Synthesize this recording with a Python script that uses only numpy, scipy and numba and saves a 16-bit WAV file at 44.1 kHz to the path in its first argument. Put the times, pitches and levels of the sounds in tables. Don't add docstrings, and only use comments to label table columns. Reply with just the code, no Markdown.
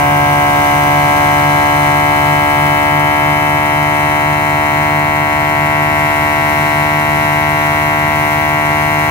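import sys
import numpy as np
from scipy import signal
from scipy.fft import rfft, irfft
from scipy.io import wavfile
from scipy.ndimage import uniform_filter1d, map_coordinates
from numba import njit

SR = 44100
rng = np.random.default_rng(int(sys.argv[2]) if len(sys.argv) > 2 else 0)


def dump(signal):
    limited = np.clip(np.atleast_2d(signal).T, -1, 1)
    pcm = np.round(limited * 32767).astype(np.int16)
    wavfile.write(sys.argv[1], SR, pcm)


N = 401310
STEP = 256

# cycle_multiple (8 is the firing rate), level_db (rms, before pan and swell)
EXHAUST_TONES = [(8, -39.5), (10, -43), (12, -65), (13, -35), (14, -43), (15, -44.5), (16, -28.5),
                 (18, -43), (19, -44.5), (20, -46), (21, -34), (22, -35.5), (24, -31), (25, -34),
                 (26, -39.5), (28, -56), (29, -49.5), (30, -40.5), (31, -46), (32, -40), (34, -50),
                 (35, -48), (44, -49), (48, -51)]
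# time_s, swell_db
ENGINE_SWELL = [(0, 0.5), (2, 0), (4, -1.5), (6, -1.5), (9.1, -1)]
# pitch_hz, left_db_per_hz, right_db_per_hz
HISS_COLOUR = [(25, -86, -88), (45, -76, -65), (100, -62, -61), (317, -61, -56.5), (547, -65, -63),
               (950, -63.5, -55.5), (1550, -62.5, -61.5), (2070, -54.5, -62), (2660, -67, -62.5),
               (3530, -70, -68), (4630, -79, -72), (6230, -73.5, -74.5), (8300, -73, -79),
               (8500, -71.5, -77), (16000, -78, -73.5)]
# time_s, swell_db
AIR_SWELL = [(0, 0), (.6, 1), (2, 0.1), (2.7, -1.1), (5.2, -3), (6.2, -1.2), (9.1, -1.5)]
VALVE_PUFFS = [(.04, 0.06, 0.6), (0.249, 0.053, 0.5), (.54, 0.099, 0.68), (.8, 0.082, 1)]
# pitch_hz, width_hz, low_fill_db_per_hz, high_fill_db_per_hz
METAL_RINGS = [(4150, 310, -72, -64), (5160, 330, -72, -71.5), (5940, 300, -89, -80),
               (6160, 340, -68.5, -70), (7150, 380, -72.5, -74), (8750, 170, -65.5, -73),
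               (9120, 240, -76, -71), (10300, 550, -77, -80), (11640, 580, -82, -72.5),
               (12500, 800, -75, -77), (14100, 1500, -73, -74), (15400, 300, -72, -74)]
# time_s, turns_per_s
SHAFT_SPEED = [(0.0, 72.54), (0.25, 72.59), (1.25, 73.1), (2.25, 73.35), (2.95, 73.6), (3.1, 73.87),
               (4.5, 74.21), (5.5, 74.5), (9.1, 75.285)]
# time_s, swell_db
KNOCK_SWELL = [(0, -1.2), (1.5, 0), (3, -0.27), (4.5, -1.1), (6, -0.85), (7.5, -1), (9.1, -1.35)]
# shaft_multiple, low_fill_left_db, low_fill_right_db,
# high_fill_left_db, high_fill_right_db
KNOCK_TONES = [(1, -41, -37, -39, -35.5), (2, -21.5, -23, -24.5, -25), (3, -38, -38, -30.5, -37),
               (4, -23, -23, -26, -24.5), (5, -27.5, -35.5, -29.5, -36.5), (6, -31, -40, -32, -62),
               (7, -71, -29, -32, -37.5), (8, -19, -33, -26.5, -37.5), (9, -24, -29, -19, -22.5),
               (10, -16.5, -14, -22, -27), (11, -27, -24, -23.5, -23), (12, -14.5, -48.5, -23.5, -22),
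               (13, -42.5, -18.5, -22, -23), (14, -41.5, -18, -38.5, -22), (15, -22.5, -20.5, -24, -23),
               (16, -23.5, -29.5, -36, -30), (17, -58, -35.5, -34, -47), (18, -28, -24.5, -29.5, -26.5),
               (19, -31, -43, -29.5, -51), (20, -39, -42.5, -34, -34), (21, -41, -25.5, -23, -50),
               (22, -16.5, -22.5, -30.5, -38.5), (23, -30, -27, -30, -32), (24, -41, -79, -25, -27),
               (25, -63, -43, -28, -38), (26, -30.5, -35, -19, -48), (27, -33, -29, -47, -49),
               (28, -21.5, -28, -20.5, -23.5), (29, -34, -36, -28.5, -72), (30, -23.5, -45, -22, -33),
               (31, -32.5, -33, -38, -33), (32, -32.5, -27.5, -32, -39), (33, -42, -54, -44, -48),
               (34, -49, -32, -47.5, -33), (35, -36, -74, -30.5, -57), (36, -32.5, -55, -29, -28),
               (37, -63, -34.5, -39.5, -33.5), (38, -28, -31, -34, -62), (39, -35.5, -80, -45.5, -40.5),
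               (40, -61, -53, -51, -69), (41, -29, -57.5, -37.5, -58)]
# pitch_hz, arrival_turns, odd_multiple_shift_rad
KNOCK_ARRIVAL = [(300, .475, -1), (370, .615, -1.5), (745, .65, 0), (820, .52, 0), (965, .545, -2),
                 (1300, .53, -2.6), (1420, .35, -3.2), (1850, .35, -4.9), (1960, .53, -4.7),
                 (2250, .57, -4.7)]
# pitch_hz, lead_rad
LEFT_LEAD = [(74, 0.17), (370, 0.25), (480, 2), (600, 0.055), (800, 1.27), (960, 0.68), (1110, 1.48),
             (1200, 1.85), (1340, 1.18), (1460, 2.9), (1630, 2.75), (1920, 1.68), (2070, 1.7), (2370, 0.15),
             (2550, 1.84), (2900, 2.77)]
# shaft_multiple, half_fill_db
MIDWAY_SWELL = [(8, -0.5), (10, -2.5), (12, 2), (14, -3), (15, -2), (16, 2), (17, 5.5), (19, -1), (21, -1),
                (22, 0.5), (23, 3), (25, -5), (27, 1.5), (30, 1.5), (31, -1.5), (34, -4), (35, -5), (36, 4),
                (38, -8.5), (39, -5), (41, 4.5)]

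ENGINE_CYCLE_HZ, ENGINE_START_CYCLES = 6.0066, .0098
ENGINE_WAVER_DB, ENGINE_PAN_DB = -0.5, 1.2
TICK_DB, TICK_HZ, TICK_FADE_CYCLES = -45, 7000, 0.088
ALIKE_HZ = 393
AIR_WAVER_DB = 0.4
RATTLE_RENEW_S, RATTLE_PAN_DB = 1.65, 2.5
FILL_S = 6.13
SHAFT_WAVER_TURNS = 0.0015
KNOCK_WAVER_DB, KNOCK_WAVER_RAD, KNOCK_FLUTTER_DB = 0.5, 0.079, 0.16
BUZZ_COUNT, BUZZ_DB, BUZZ_FALL_DB, BUZZ_SCATTER_DB = 19, -49, 1.2, 5
CEILING, KNEE = .99, 5
TOP_HZ = 15700


def undb(db):
    return 10 ** (np.asarray(db) / 20)


def coarse():
    return np.arange(N // STEP + 2) * STEP / SR


def fine(values):
    return np.interp(np.arange(N) / SR, coarse(), values)


def walk(rate):
    width = max(int(SR / STEP / rate), 1)
    noise = rng.standard_normal(N // STEP + 2)
    drift = uniform_filter1d(uniform_filter1d(noise, width), width)
    return drift / drift.std()


def curve(table):
    return np.interp(coarse(), *np.transpose(table))


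@njit
def add_tones(out, turns, size, step):
    for i in range(len(turns)):
        j, part = i // step, (i % step) / step
        spin, wave = np.exp(2j * np.pi * turns[i]), 1. + 0j
        for k in range(size.shape[1]):
            wave *= spin
            for side in range(2):
                now = size[side, k, j] * (1 - part) + size[side, k, j + 1] * part
                out[side, i] += (now * wave).real
    return out


def engine():
    cycle = ENGINE_CYCLE_HZ * np.arange(N) / SR + ENGINE_START_CYCLES
    size = np.zeros((2, round(EXHAUST_TONES[-1][0]), len(coarse())), complex)
    pan_db = np.array([[ENGINE_PAN_DB / 2], [-ENGINE_PAN_DB / 2]])
    for multiple, db in EXHAUST_TONES:
        k = round(multiple)
        start = rng.uniform(0, 2 * np.pi) * (k % 8 > 0)
        level_db = db + ENGINE_WAVER_DB * walk(3) + pan_db
        size[:, k - 1] = np.sqrt(2) * undb(level_db) * np.exp(1j * start)
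    band = signal.butter(1, [TICK_HZ / 2, TICK_HZ * 2], "band", fs=SR, output="sos")
    rustle = signal.sosfilt(band, rng.standard_normal((2, N)))
    ticks = rustle * np.exp(-(cycle % 1) / TICK_FADE_CYCLES)
    return add_tones(undb(TICK_DB) * ticks / ticks.std(), cycle, size, STEP)


def puffs(turns):
    puff = np.ones(N)
    for place, fade, size in VALVE_PUFFS:
        puff = puff + size * np.exp(-((turns - place) % 1) / fade)
    return puff / np.sqrt(np.mean(puff ** 2))


def hiss(turns):
    f = np.maximum(np.fft.rfftfreq(N, 1 / SR), 1)
    hz, *sides = np.transpose(HISS_COLOUR)
    left, right = rfft(puffs(turns) * rng.standard_normal((2, N)))
    alike = 1 / (1 + (f / ALIKE_HZ) ** 2)
    right = alike * left + np.sqrt(1 - alike ** 2) * right
    colour_db = [np.interp(np.log(f), np.log(hz), db) for db in sides]
    colour = undb(colour_db) * np.sqrt(SR / 2)
    return irfft(colour * np.array([left, right]), N)


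def metal_ring(column):
    f = np.fft.rfftfreq(N, 1 / SR)
    ring = 0
    for mode in METAL_RINGS:
        hz, width = mode[:2]
        ring = ring + undb(mode[column]) * 1j * f * width / (hz ** 2 - f ** 2 + 1j * f * width)
    return ring


def rattle(turns, fill):
    points, top = 4096, 240
    age = np.arange(N) / SR / RATTLE_RENEW_S
    blend = np.sqrt((1 - age % 1) ** 2 + (age % 1) ** 2)
    rings = [metal_ring(2), metal_ring(3)]
    out = []
    for pan_db in (RATTLE_PAN_DB / 2, -RATTLE_PAN_DB / 2):
        pattern = irfft(rfft(rng.standard_normal((20, points)))[:, :top], points)
        place = turns % 1 * (points - 1)
        strikes = map_coordinates(pattern, [age, place], order=1) / blend * puffs(turns)
        bandwidth_hz = top * SHAFT_SPEED[0][1]
        strikes = rfft(strikes / pattern.std()) * np.sqrt(bandwidth_hz) * undb(pan_db)
        low, high = (irfft(strikes * ring, N) for ring in rings)
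        out.append(low + fine(fill) * (high - low))
    return np.array(out)


def knocks(turns, fill):
    higher = np.arange(BUZZ_COUNT)[:, None]
    scatter_db = BUZZ_SCATTER_DB * rng.standard_normal((BUZZ_COUNT, 4))
    buzz_db = BUZZ_DB - BUZZ_FALL_DB * higher + scatter_db
    gains = undb(np.vstack([np.array(KNOCK_TONES)[:, 1:], buzz_db]))
    order = np.arange(1, len(gains) + 1)
    hz, when, odd = np.transpose(KNOCK_ARRIVAL)
    tone_hz = order * curve(SHAFT_SPEED).mean()
    angle = -2 * np.pi * np.cumsum(np.interp(tone_hz, hz, when))
    angle = angle + np.interp(tone_hz, hz, odd) * (order % 2)
    lead = np.interp(tone_hz, *np.transpose(LEFT_LEAD))
    midway_db = {round(k): db for k, db in MIDWAY_SWELL}
    size = np.zeros((2, len(order), len(fill)), complex)
    for k, gain in enumerate(gains):
        swell_db = midway_db.get(k + 1, 0) * np.sin(np.pi * fill) ** 2
        for side in range(2):
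            low, high = gain[side::2]
            phase = angle[k] - side * lead[k] + KNOCK_WAVER_RAD * walk(17)
            waver = undb(swell_db + KNOCK_WAVER_DB * walk(27))
            size[side, k] = np.sqrt(2) * (low + fill * (high - low)) * waver * np.exp(1j * phase)
    return add_tones(np.zeros((2, N)), turns, size, STEP)


def scene():
    turns = np.cumsum(fine(curve(SHAFT_SPEED))) / SR + fine(SHAFT_WAVER_TURNS * walk(14))
    fill = np.clip(coarse() / FILL_S, 0, 1)
    engine_sound = engine() * fine(undb(curve(ENGINE_SWELL)))
    air_gain = fine(undb(curve(AIR_SWELL) + AIR_WAVER_DB * walk(5)))
    air_sound = air_gain * (hiss(turns) + rattle(turns, fill))
    knock_gain = fine(undb(curve(KNOCK_SWELL) + KNOCK_FLUTTER_DB * walk(11.5)))
    return engine_sound + air_sound + knocks(turns, fill) * knock_gain


def record(dry):
    soft = dry / (1 + np.abs(dry / CEILING) ** KNEE) ** (1 / KNEE)
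    treble_cut = signal.ellip(16, .2, 60, TOP_HZ, fs=SR, output="sos")
    return signal.sosfilt(treble_cut, soft)


dry = scene()
out = record(dry)
dump(out)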